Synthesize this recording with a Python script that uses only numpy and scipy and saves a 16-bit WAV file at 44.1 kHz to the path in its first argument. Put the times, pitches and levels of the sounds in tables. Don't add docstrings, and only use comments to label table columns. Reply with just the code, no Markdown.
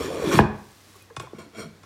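import sys
import numpy as np
from scipy import signal
from scipy.fft import rfft, irfft, next_fast_len
from scipy.io import wavfile
from scipy.ndimage import uniform_filter1d

SR = 44100
rng = np.random.default_rng(int(sys.argv[2]) if len(sys.argv) > 2 else 0)


def convert_level_to_amplitude(level_db):
    exponent = np.asarray(level_db, float) / 20
    return 10 ** exponent


def unload_audio(sound):
    columns = np.transpose(np.atleast_2d(sound))
    steps = np.round(np.clip(columns, -1, 1) * 32767)
    wavfile.write(sys.argv[1], SR, steps.astype(np.int16))


N = 81585


def at_hz(points, hz):
    table = np.array(points)
    return np.interp(np.log(hz + 1), np.log(table[:, 0]), table[:, 1])


def rms_one(x):
    return x / np.sqrt(np.mean(x ** 2) + 1e-20)


def coloured(x, spectrum):
    gain = convert_level_to_amplitude(at_hz(spectrum, np.fft.rfftfreq(N, 1 / SR)))
    return rms_one(irfft(rfft(x) * gain, N))


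def filtered(x, order, hz, kind):
    return signal.sosfilt(signal.butter(order, hz, kind, fs=SR, output="sos"), x)


def drift(rate):
    knots = rng.standard_normal(int(N / SR * rate) + 2)
    return np.interp(np.arange(N) / SR * rate, np.arange(len(knots)), knots)


def burst(s, length, rise, size=N):
    t = np.clip(np.arange(size) / SR - s, 0, None)
    puff = (1 - np.exp(-t / rise)) * np.exp(-t / length) * rng.standard_normal(size)
    return puff / np.sqrt(np.sum(puff ** 2))


def soft_click(s, db, bright_hz):
    click = np.zeros(N)
    click[int(s * SR)] = convert_level_to_amplitude(db)
    r = np.exp(-2 * np.pi * bright_hz / SR)
    return signal.lfilter([(1 - r) ** 2], [1, -2 * r, r * r], click)


def grains(per_s, spread):
    sizes = convert_level_to_amplitude(spread * np.minimum(rng.exponential(1, N), 5))
    signs = rng.choice([-1, 1], N)
    return rms_one(sizes * signs * (rng.random(N) < per_s / SR))


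def ring(clicks, hz, t60):
    r = convert_level_to_amplitude(-60 / (max(t60, 0.002) * SR))
    w = 2 * np.pi * hz / SR
    return signal.lfilter([0, np.sin(w)], [1, -2 * r * np.cos(w), r * r], clicks + 1e-18)


def strike(click, modes, spread):
    return sum(convert_level_to_amplitude(db + d) * ring(click, hz, t60) for (hz, db, t60), d in zip(modes, spread))


def body(x, peaks, widen, patchy_db):
    out = 0
    for k, (hz, width, db) in enumerate(peaks):
        r = np.exp(-np.pi * np.clip(widen * width, 15, 400) / SR)
        fed = x * convert_level_to_amplitude(db + patchy_db * drift(25))
        poles = [1, -2 * r * np.cos(2 * np.pi * hz / SR), r * r]
        out = out + (-1) ** k * signal.lfilter([1 - r * r, 0, r * r - 1], poles, fed)
    return rms_one(out)


# frequency in Hz, level in dB.
AIR_SPECTRUM = [(24, -4.5), (40, -7), (449, -14.5), (926, -19), (2060, -20.5), (2220, -24), (2840, -25),
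                (4920, -25.5), (15500, -39)]
AIR_DB, HUM_DB, HUM_HZ = -55.5, -58.5, 97


def background():
    steady = np.sin(2 * np.pi * HUM_HZ * np.arange(N) / SR)
    wavering = rms_one(ring(rng.standard_normal(N), HUM_HZ, 0.68))
    air = coloured(rng.standard_normal(N), AIR_SPECTRUM)
    return convert_level_to_amplitude(AIR_DB) * air + convert_level_to_amplitude(HUM_DB) * (steady + 0.25 * wavering)


# frequency in Hz, time to fall by 60 dB in seconds.
ROOM_DECAY = [(60, 0.54), (500, 0.48), (1500, 0.49), (2600, 0.54), (4000, 0.45), (8000, 0.28),
              (15000, 0.11)]
ROOM_DB = -25


def kitchen(x):
    size = next_fast_len(N + SR)
    hz = np.fft.rfftfreq(size, 1 / SR)
    tail = 0
    for k, lag in enumerate(rng.uniform(0.011, 0.045, size=20)):
        loop = convert_level_to_amplitude(-60 * lag / at_hz(ROOM_DECAY, hz)) * np.exp(-2j * np.pi * hz * lag)
        tail = tail + (-1) ** k * loop / (1 - loop)
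    for lag in (0.0017, 0.0031, 0.0053):
        z = np.exp(-2j * np.pi * hz * lag)
        tail = tail * (z - 0.6) / (1 - 0.6 * z)
    return irfft(rfft(x, size) * tail, size)[:N]


# time in seconds, level in dB.
HAND_PATH = [
    (0.5, -62.5),
    (0.878, -58),
    (0.989, -57),
    (1.161, -74.5),
]
# frequency in Hz, level in dB per Hz.
SKIN_SPECTRUM = [(180, -32), (300, 3.5), (937, -41), (1070, 1), (1330, -6.5), (5210, -6), (15500, -15)]


def hand():
    t = np.arange(N) / SR
    s, db = np.transpose(HAND_PATH)
    on = np.clip((t - s[0]) / 0.065, 0, 1) * np.clip((s[-1] - t) / 0.11, 0, 1)
    brushed = coloured(grains(per_s=8100, spread=2.7), SKIN_SPECTRUM)
    return on * convert_level_to_amplitude(np.interp(t, s, db) + 2) * brushed


# time in seconds, peak level in dB, pitch in Hz.
BRACELET_TICKS = [
    (0.7164, -44, 8100),
    (0.838, -54, 11200),
    (0.9623, -43, 10960),
    (.97, -56.5, 11000),
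    (1.0243, -40.5, 11000),
    (1.211, -48, 13600),
    (1.2253, -39.5, 11000),
    (1.389, -65, 12500),
    (1.411, -55, 10000),
    (.524, -57, 12110),
]


def bracelet():
    out = 0
    for s, db, hz in BRACELET_TICKS:
        crack = filtered(burst(s, 0.0019, 0.0002), 2, 0.73 * hz, "high")
        link = ring(soft_click(s, 0, 20000), hz, 0.014)
        out = out + convert_level_to_amplitude(db - 5) * link + convert_level_to_amplitude(db + 9) * crack
    return out


# start in seconds, attack in seconds, length in seconds, level in dB,
# weight on the board in relative dB.
LID_STROKES = [
    (1.195, 0.0045, 0.091, -43.5, -9),
    (1.344, 0.037, 0.041, -35, -2),
    (1.381, 0.0047, 0.096, -44, -2),
    (1.527, 0.07, 0.16, -38, -5.5),
    (1.834, 0.0051, 0.043, -48.5, -6),
]
# frequency in Hz, width in Hz, level in dB.
LID_PEAKS = [(464.6, 19, 5), (664, 47, -0.5), (1115, 76, -9.5), (1400, 45, 1.5), (2240, 63, -4.5),
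             (2740, 60, -12.5), (3247, 35, -5.5), (3850, 59, -13.5), (4270, 97, -14), (5600, 73, -11),
             (7060, 88, -16), (8520, 79, -15.5), (10000, 150, -27.5), (10900, 70, -20)]
# frequency in Hz, level in dB per Hz.
GRIT_SPECTRUM = [(180, -44), (300, 8), (720, -20.5), (1070, -7.5), (1330, -10.5), (3280, -28),
                 (12700, -28.5), (15500, -37)]


def lid_scrapes():
    t = np.arange(N) / SR
    fine = grains(per_s=5000, spread=2.2)
    sung = body(fine, LID_PEAKS, widen=1.25, patchy_db=2.6)
    grit = coloured(fine, GRIT_SPECTRUM)
    modes = BOARD_MODES[1:]
    near_220_hz = -12 * np.abs(np.log2(np.array(modes)[:, 0] / 220))
    board = rms_one(strike(grains(per_s=450, spread=2.8), modes, near_220_hz))
    out = 0
    for s, attack, length, db, weight_db in LID_STROKES:
        stroke = np.clip((t - s) / attack, 0, 1) * np.clip((s + length - t) / 0.083, 0, 1)
        out = out + convert_level_to_amplitude(db) * stroke * (sung + convert_level_to_amplitude(-2) * stroke * grit + convert_level_to_amplitude(weight_db) * board)
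    return out


def bending(x):
    hz = np.fft.rfftfreq(2 * N, 1 / SR)
    cycles = 0.19 * (2 * np.sqrt(hz) - hz / np.sqrt(6000))
    return irfft(rfft(x, 2 * N) * np.exp(-2j * np.pi * cycles), 2 * N)[:N]


# time in seconds, peak level in dB, brightness in Hz.
POT_THUMPS = [
    (0.3875, 3, 1944),
]
# time in seconds, peak level in dB, brightness in Hz, share of clay ring in dB.
LID_KNOCKS = [
    (1.1647, -28, 5800, 1),
    (1.1975, -30.5, 7250, 0.5),
    (1.336, -32, 596, -29),
    (1.833, -45, 3500, 0.5),
]
# frequency in Hz, level in dB, decay by 60 dB in seconds.
LID_MODES = [(133, -2.5, 0.11), (1102, 1, 0.065), (1810, -16, 0.1), (2500, -10, 0.099), (2860, -4.5, 0.019),
             (3500, -1.5, 0.033), (1365, 2, .02), (4280, -2, 0.0077), (5040, -7, 0.035),
             (5840, -8.5, 0.038), (6740, -13.5, .035), (7960, -10, 0.066), (2146, -6, 0.037),
             (11000, -33, 0.033)]


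def blows():
    out = 0
    for s, db, hz in POT_THUMPS:
        click = soft_click(s, db, hz)
        out = out + convert_level_to_amplitude(-13.5) * strike(click, BOARD_MODES, rng.normal(0, 2, 14))
        out = out + convert_level_to_amplitude(-0.5) * ring(click, 903, 0.01)
    for s, db, hz, clay_db in LID_KNOCKS:
        click = soft_click(s, db - 2.5, hz)
        crack = filtered(burst(s, 0.0088, 0.00025), 4, [900, 9300], "band")
        out = out + convert_level_to_amplitude(-13) * strike(click, BOARD_MODES, rng.normal(0, 2, 14))
        out = out + convert_level_to_amplitude(clay_db) * strike(click, LID_MODES, rng.normal(0, 2, 14))
        out = out + convert_level_to_amplitude(db + clay_db + 15.5) * crack
    return bending(out)


# time in seconds, level in dB, centre in Hz,
# contact length in seconds.
JUDDER_CONTACTS = [(.001, -30.5, 68, 0.014), (0.221, -30.5, 71, 0.011), (.125, -32.5, 207, 0.014),
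                   (.412, -14, 414, 0.0068), (0.427, -19, 344, .012), (0.429, -27, 155.5, 0.02),
                   (0.475, -23, 406, 0.0081), (0.502, -27, 770, .008), (1.236, -38, 512, 0.012),
                   (1.407, -38.5, 1050, 0.0095), (1.43, -44, 990, 0.0092), (.004, -33, 583, 0.024),
                   (0.052, -24.5, 299, 0.0079), (.098, -29.5, 535, 0.014), (0.137, -26.5, 464, .008),
                   (.165, -27, 455, 0.015), (.222, -22, 577, 0.0064), (0.289, -25.5, 554, 0.036),
                   (0.311, -22.5, 1457, 0.011), (0.322, -22.5, 1088, 0.03), (0.334, -15, 338, 0.013),
                   (.344, -12, 153, 0.0083), (.354, -19, 1070, .008), (0.943, -48, 1088, .005),
                   (0.955, -43, 1130, .006), (1.008, -50, 2500, 0.018), (1.1, -43, 943, 0.0059),
                   (1.103, -44, 1660, .006), (1.107, -42, 1070, 0.0055), (1.565, -37.5, 215, 0.017),
                   (1.582, -34, 200, 0.019), (1.636, -30, 199, 0.0071), (0.199, -17, 430, 0.0025),
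                   (0.24, -16, 411, 0.0064), (.269, -15, 321, 0.017), (.27, -19, 150, 0.014),
                   (0.335, -21, 196, 0.0084), (.3695, -8, 165, 0.0029), (.401, -14, 972, 0.0085),
                   (0.399, -8, 1678, 0.0045), (0.399, -16.5, 165, 0.0047), (0.957, -42.5, 391, 0.0095),
                   (1.106, -37, 465, 0.017), (1.227, -41.5, 881, 0.028), (1.271, -33, 1040, 0.0064),
                   (1.333, -26.5, 392, 0.0021), (1.344, -33, 227, 0.013), (1.459, -42, 290, 0.031),
                   (1.655, -27.5, 199, 0.0026)]
JUDDER_DB_PER_OCTAVE, JUDDER_TONE_DB, JUDDER_TONE_CYCLES = 22, -4, 5.2


def judders():
    out = np.zeros(N + SR)
    modes_hz = np.array(BOARD_MODES)[:, 0]
    t = np.arange(SR // 4) / SR
    for s, db, hz, length in JUDDER_CONTACTS:
        puff = burst(0, length / 3, length / 3, size=len(t))
        push = filtered(puff, 2, [hz / 1.8, hz * 1.8], "band")
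        rung = strike(push, BOARD_MODES, -JUDDER_DB_PER_OCTAVE * np.abs(np.log2(modes_hz / hz)))
        decay = convert_level_to_amplitude(-60 * t / (4.2 * length + JUDDER_TONE_CYCLES / hz))
        own = (1 - np.exp(-4.5 * t / length)) * decay * np.sin(-2 * np.pi * hz * t)
        own = filtered(own, 2, hz / 1.6, "high")
        both = 0.38 * rung / np.abs(rung).max() + convert_level_to_amplitude(JUDDER_TONE_DB) * own / np.abs(own).max()
        out[int(s * SR):][:len(t)] += convert_level_to_amplitude(db) * both
    return out[:N]


# frequency in Hz, width in Hz, level in dB.
RIM_PEAKS = [(2797, 57, 1), (3160, 68, 0), (4275, 47, -2.5), (6400, 59.5, -5), (7750, 54, -7),
             (9300, 70, -9.5), (11100, 62, -10), (12400, 60, -8.5), (13280, 80, -14.5), (14280, 80, -14.5)]
RIM_DB = -5
# time in seconds, level in dB, length in seconds.
GRIT_CRUNCHES = [
    (0.389, 2, .004),
    (0.404, 2.5, .008),
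    (0.413, -5.5, .03),
]


def rim():
    t = np.arange(N) / SR
    s, press_db, grit_db, _ = np.transpose(DRAG_PATH)
    on = np.clip((DRAG_STOP_S - t) / 0.029, 0, 1)
    lines = body(grains(per_s=5000, spread=2.5), RIM_PEAKS, widen=1.08, patchy_db=2.5)
    sung = on * convert_level_to_amplitude(np.interp(t, s, press_db + grit_db) + RIM_DB) * lines
    crunch = sum(convert_level_to_amplitude(db) * burst(start, length, 0.00078) for start, db, length in GRIT_CRUNCHES)
    return sung + filtered(crunch, 2, [1500, 3800], "band")


def sliding(x):
    wander = 0.0018 * SR * uniform_filter1d(drift(14), size=2000)
    return np.interp(np.arange(N) + wander, np.arange(N), x)


# time in seconds, pressure on the board in dB, grit speed in relative dB,
# favoured board pitch in Hz.
DRAG_PATH = [
    (0, -30, -12.5, 470),
    (0.057, -32, -11.5, 320),
    (0.098, -32, -17.5, 510),
    (0.168, -32, -16.5, 463),
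    (0.231, -31, -15, 494),
    (0.282, -26, -16.5, 340),
    (0.309, -28, -13.5, 352),
    (0.33, -25.5, -8, 415),
    (.4, -28.5, -7, 353),
]
DRAG_STOP_S = 0.4137
# frequency in Hz, level in dB, decay by 60 dB in seconds.
BOARD_MODES = [(68, -27, 0.07), (160, -2.5, 0.21), (216, -6.5, 0.2), (298, -11.5, 0.074),
               (352.4, 0.5, 0.064), (423, -2, 0.081), (495.4, 0.5, 0.038), (561.6, -13, 0.095),
               (669, -8, 0.13), (830, 2, 0.037), (990, 7, 0.016), (1135, 1.5, 0.024), (1566, 11, 0.012),
               (2460, -1, 0.046)]
# frequency in Hz, width in Hz, level in dB.
POT_PEAKS = [(1084, 123, -0.5), (1805, 110, 1.5), (2338, 130, -2.5), (3410, 150, -1.5), (3976, 89, -6.5),
             (4473, 157, -5), (5445, 130, -7.5), (5800, 90, -4), (7060, 230, -10.5), (8100, 170, -13),
             (8610, 39, -4.5), (10000, 83, -10.5), (12000, 36, -23.5), (12600, 49, -14)]


def drag():
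    t = np.arange(N) / SR
    s, press_db, grit_db, near_hz = np.transpose(DRAG_PATH)
    on = np.clip((DRAG_STOP_S - t) / 0.031, 0, 1)
    slips = grains(per_s=900, spread=2.8)
    near = np.interp(t, s, near_hz)
    board = 0
    for hz, db, t60 in BOARD_MODES:
        favour_db = np.maximum(-30 * np.abs(np.log2(hz / near)), db - 20.5)
        fed = slips * convert_level_to_amplitude(2 * drift(15)) * convert_level_to_amplitude(favour_db)
        board = board + sliding(ring(fed, hz, 0.56 * t60))
    board = filtered(board, 2, 120, "high")
    board = board / np.sqrt(uniform_filter1d(board ** 2, size=2600) + 1e-12)
    fine = grains(per_s=5000, spread=2.4)
    sung = body(fine, POT_PEAKS, widen=1.3, patchy_db=2.2)
    grit = sung + convert_level_to_amplitude(2) * coloured(fine, GRIT_SPECTRUM)
    return on * convert_level_to_amplitude(np.interp(t, s, press_db)) * (board + convert_level_to_amplitude(np.interp(t, s, grit_db) + 6) * grit)


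def scene():
    near = drag() + lid_scrapes() + blows() + judders() + bracelet()
    return (near + convert_level_to_amplitude(ROOM_DB) * kitchen(near) + hand() + background() + rim())[None]


def top_cut(x):
    return signal.sosfilt(signal.butter(12, 15750, fs=SR, output="sos"), x)


def record(dry):
    cut = filtered(dry, 5, 60, "high")
    rounded = 1.15 * np.tanh(cut / 1.15)
    return top_cut(rounded)


dry = scene()
out = record(dry)
unload_audio(out)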